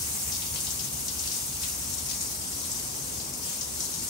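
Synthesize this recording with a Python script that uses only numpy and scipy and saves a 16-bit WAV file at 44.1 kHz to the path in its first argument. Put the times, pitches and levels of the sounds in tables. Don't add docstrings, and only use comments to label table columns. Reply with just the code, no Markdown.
import sys
import numpy as np
from scipy import signal
from scipy.fft import rfft, irfft
from scipy.io import wavfile
from scipy.ndimage import uniform_filter1d

SR = 44100
rng = np.random.default_rng(int(sys.argv[2]) if len(sys.argv) > 2 else 0)


def dump_mix(stems):
    frames = np.atleast_2d(stems).T
    limited = np.clip(frames, -1, 1)
    pcm = np.round(limited * 32767).astype(np.int16)
    wavfile.write(sys.argv[1], SR, pcm)


N = 180353


def gain_of(db):
    return 10 ** (np.asarray(db) / 20)


def evened(x):
    return x / np.sqrt(np.mean(x ** 2) + 1e-20)


def read(table, hz):
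    table_hz, *columns = np.transpose(table)
    return np.array([np.interp(np.log(hz + 1), np.log(table_hz + 1), column) for column in columns])


def shaped(x, field_db, size):
    overlap = size * 3 // 4
    hz, t, spectra = signal.stft(x, SR, nperseg=size, noverlap=overlap)
    spectra = spectra * gain_of(field_db(hz[:, None], t))
    return signal.istft(spectra, SR, nperseg=size, noverlap=overlap)[1][..., :x.shape[-1]]


def vent():
    # (frequency [Hz], level [dB])
    rumble_colour = [(20, -32), (32, -29), (48, -17), (60, -1), (70, -1.5), (97, -3.5), (141, -4.5),
                     (203, -7), (241, -7), (299, -10.5), (600, -15.5), (800, -18), (1300, -90)]
    # (frequency [Hz], width [Hz], boost [dB])
    duct_rings = [(68, 9, 4), (71.6, 9, 4.5), (139.14, 5.6, 5.5), (244, 19, 1.1)]
    # (time [s], level [dB], tilt [dB per octave])
    air_flow = [(0.0, -42, -0.8), (2.1, -42.4, -0.4), (3.2, -42.5, 1.5), (4.09, -44, 1.8)]
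    s, level_db, tilt_db = np.transpose(air_flow)

    def field_db(hz, t):
        rings_db = sum(db / (1 + (2 * (hz - f) / width) ** 2) for f, width, db in duct_rings)
        octaves = np.log2(np.clip(hz, 110, 400) / 150)
        slope_db = octaves * np.interp(t, s, tilt_db)
        flow_db = np.interp(t, s, level_db) - level_db.mean()
        return read(rumble_colour, hz[:, 0]).T + rings_db + slope_db + flow_db

    air = evened(shaped(rng.standard_normal((2, N)), field_db, size=4096))
    return air * gain_of(level_db.mean())


def walls(x, direct_db):
    # (frequency [Hz], time to fall 60 dB [s])
    wall_decay = [(1000, 0.097), (4000, 0.36), (12000, 0.033)]
    taps = np.zeros((2, 8000))
    at = np.arange(60, 7980, 20) + rng.integers(0, 20, (2, 396))
    np.put_along_axis(taps, at, rng.choice([-1., 1.], at.shape), 1)
    tail = shaped(taps, lambda hz, t: -60 * t / read(wall_decay, hz[:, 0]).T, size=256)
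    tail = tail / np.linalg.norm(tail[0])
    tail[:, 0] += gain_of(direct_db)
    return signal.fftconvolve(x, tail, axes=1)[:, :N]


def splats():
    # (time [s], level before walls and water colour [dB], centre [Hz])
    heavy_slugs = [(0.3214, -17, 4200), (0.3482, -18.5, 4200), (0.4215, -16.5, 3220), (0.4644, -27, 4800),
                   (0.5587, -13.5, 3260), (0.6046, -22.5, 7200), (0.6685, -15.5, 3970), (0.7056, -24, 5200),
                   (0.7937, -15.5, 4000), (1.0825, -17, 4500), (1.1933, -21.5, 4940), (1.2376, -20.5, 3700),
                   (1.2746, -17.5, 4100), (1.3162, -18.5, 4200), (1.6343, -13.5, 2750), (1.6979, -25, 4800),
                   (1.9388, -25, 6460), (1.9823, -22, 4420), (2.0868, -19, 4040), (2.1107, -17, 4100),
                   (2.209, -21.5, 5900), (2.4769, -32.5, 4870), (2.7158, -21.5, 6470), (3.2007, -21, 4000),
                   (3.4347, -24, 5130), (3.6097, -19.5, 5170), (3.8049, -18.5, 5000), (3.9944, -23, 4360)]
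    scatter_t60_s, scatter_octaves = 0.058, 0.52
    small_count, small_db, small_spread_db = 14, -30, 7.5
    small_low_hz, small_high_hz = 4200, 7160
    slap_peak_s = .0003

    when, size, pitch = rng.random((small_count, 3)).T
    small_level_db = small_db + small_spread_db * (2 * size - 1)
    small_hz = small_low_hz * (small_high_hz / small_low_hz) ** pitch
    small_slugs = zip(when * N / SR, small_level_db, small_hz)

    out, t = np.zeros((2, N + 8000)), np.arange(8000) / SR
    hz = np.fft.rfftfreq(8000, 1 / SR)
    slap_envelope = t / slap_peak_s * np.exp(1 - t / slap_peak_s)
    for s, db, centre_hz in [*heavy_slugs, *small_slugs]:
        burst = rng.standard_normal((2, 8000)) * gain_of(-60 * t / scatter_t60_s)
        band = np.exp(-.5 * (np.log2(hz / centre_hz + 1e-9) / scatter_octaves) ** 2)
        droplets = irfft(rfft(burst) * band)
        slap = np.sin(2 * np.pi * 1.15 * centre_hz * t) * slap_envelope
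        at = round(s * SR)
        out[:, at:at + 8000] += gain_of(db) * (droplets + .55 * slap)
    return walls(out, direct_db=3.5)


def drops(per_s, spread_db, turns):
    landed = rng.random(N) < per_s / SR
    size = gain_of(spread_db * np.minimum(rng.exponential(1, N), 3.6)) * landed
    kind, t, out = rng.integers(0, 24, N), np.arange(400) / SR, np.zeros(N)
    for k, hz in enumerate(np.geomspace(1600, 14000, 24)):
        cycles = hz * t
        ring = np.sin(2 * np.pi * cycles * (1 + 0.011 * cycles))
        tick = ring * cycles * np.exp(-2 * cycles / turns)
        tick = tick / np.linalg.norm(tick) * hz ** 0.53
        out += signal.oaconvolve(size * (kind == k), tick)[:N]
    return evened(out)


def spray():
    # (time [s], level before water colour [dB])
    flow = [(0.0, -26), (0.7, -28), (1.0, -28), (1.42, -26.5), (1.54, -28.5), (1.64, -25.5), (1.92, -28.5),
            (2.12, -27), (2.36, -28.5), (2.73, -27.5), (3.42, -31), (3.44, -29), (3.51, -27), (3.72, -30),
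            (3.8, -26.5), (4.01, -29), (4.04, -26), (4.09, -27.5)]
    # (time [s], extra top treble [dB], extra lower hiss [dB])
    colour_drift = [(0, 3.5, 2), (.8, 3, 2), (2.5, 0, 0.5), (2.9, -0.5, -0.5), (3.4, 1.5, 2.5),
                    (4.09, -1.5, -1.5)]
    s, level_db = np.transpose(flow)
    when, bright_db, body_db = np.transpose(colour_drift)

    def field_db(hz, t):
        patches = rng.standard_normal((2, len(hz), len(t)))
        patches = uniform_filter1d(patches, size=5, axis=1)
        patches = evened(uniform_filter1d(patches, size=18, axis=2))
        gusts = evened(uniform_filter1d(rng.standard_normal(len(t)), size=14))
        follows = np.clip(np.log2(hz / 1200 + 1e-9) / 0.19, 0, 1)
        swing_db = np.interp(t, s, level_db) - level_db.mean() + 0.67 * gusts + 0.98 * patches
        top = np.clip(np.log2(hz / 8000 + 1e-9), 0, 1)
        body = np.exp(-np.log2(hz / 2800 + 1e-9) ** 2 / 0.16)
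        colour_db = top * np.interp(t, when, bright_db) + body * np.interp(t, when, body_db)
        return level_db.mean() + follows * swing_db + colour_db

    ticks = drops(per_s=1500., spread_db=4.0, turns=4.)
    ticks = walls(ticks[None], direct_db=-8.5)
    hiss = rng.standard_normal((2, N))
    water = hiss + gain_of(-5.5) * evened(ticks)
    return shaped(water, field_db, size=256)


def paired(x):
    # (frequency [Hz], likeness [0-1], phase [turns])
    # the top treble is common to both, opposite in polarity around 13.1-14.4 kHz
    channel_likeness = [(60, .98, 0), (140, .9, 0), (300, .6, 0), (650, .1, -.3), (1300, .35, -.52),
                        (2100, .3, -.95), (4000, .2, -2.1), (6300, .22, -2.1), (8100, .1, -2.4),
                        (9400, .15, -1.63), (10300, .4, -1.5), (11200, .55, -1.12), (11800, 1, -1),
                        (12850, .97, -1), (13250, 1, -.5), (14250, 1, -.5), (14550, .8, -.06),
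                        (15300, 1, 0)]
    # (frequency [Hz], level [dB])
    right_shade = [(60, -1.2), (140, -3), (300, -.3), (400, -.5), (900, -4.5), (1400, -2.5), (2200, .5),
                   (3500, -2), (4700, -5.5), (5700, -8.5), (7500, -5), (9000, 2), (10700, 0), (16000, 0)]
    hz = np.fft.rfftfreq(N + 1, 1 / SR)
    left, right = rfft(x, N + 1)
    same, turns = read(channel_likeness, hz)
    common = same * left * np.exp(2j * np.pi * turns)
    right = common + np.sqrt(1 - same ** 2) * right
    right = right * gain_of(read(right_shade, hz)[0])
    return irfft(np.array([left, right]))[:, :N]


def scene():
    # (frequency [Hz], level [dB])
    water_colour = [(300, -17), (600, -12.5), (890, -3.5), (1100, -6), (1400, -9.5), (1800, -16),
                    (2300, -15.5), (2800, -12.5), (3500, -13), (4700, -6), (5700, 0), (7500, 1),
                    (8800, -0.5), (10300, -4.5), (11500, -5), (13000, -10), (15000, -8.5)]
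    water = spray() + splats()
    colour = gain_of(read(water_colour, np.fft.rfftfreq(N + 1, 1 / SR)))
    coloured = irfft(rfft(water, N + 1) * colour)[:, :N]
    return coloured + vent()


def record(dry):
    edge_hz = 15750
    low_pass = signal.firwin(1023, edge_hz, window=("kaiser", 9), fs=SR)
    return signal.oaconvolve(paired(dry), low_pass[None], "same")


dry = scene()
out = record(dry)
dump_mix(out)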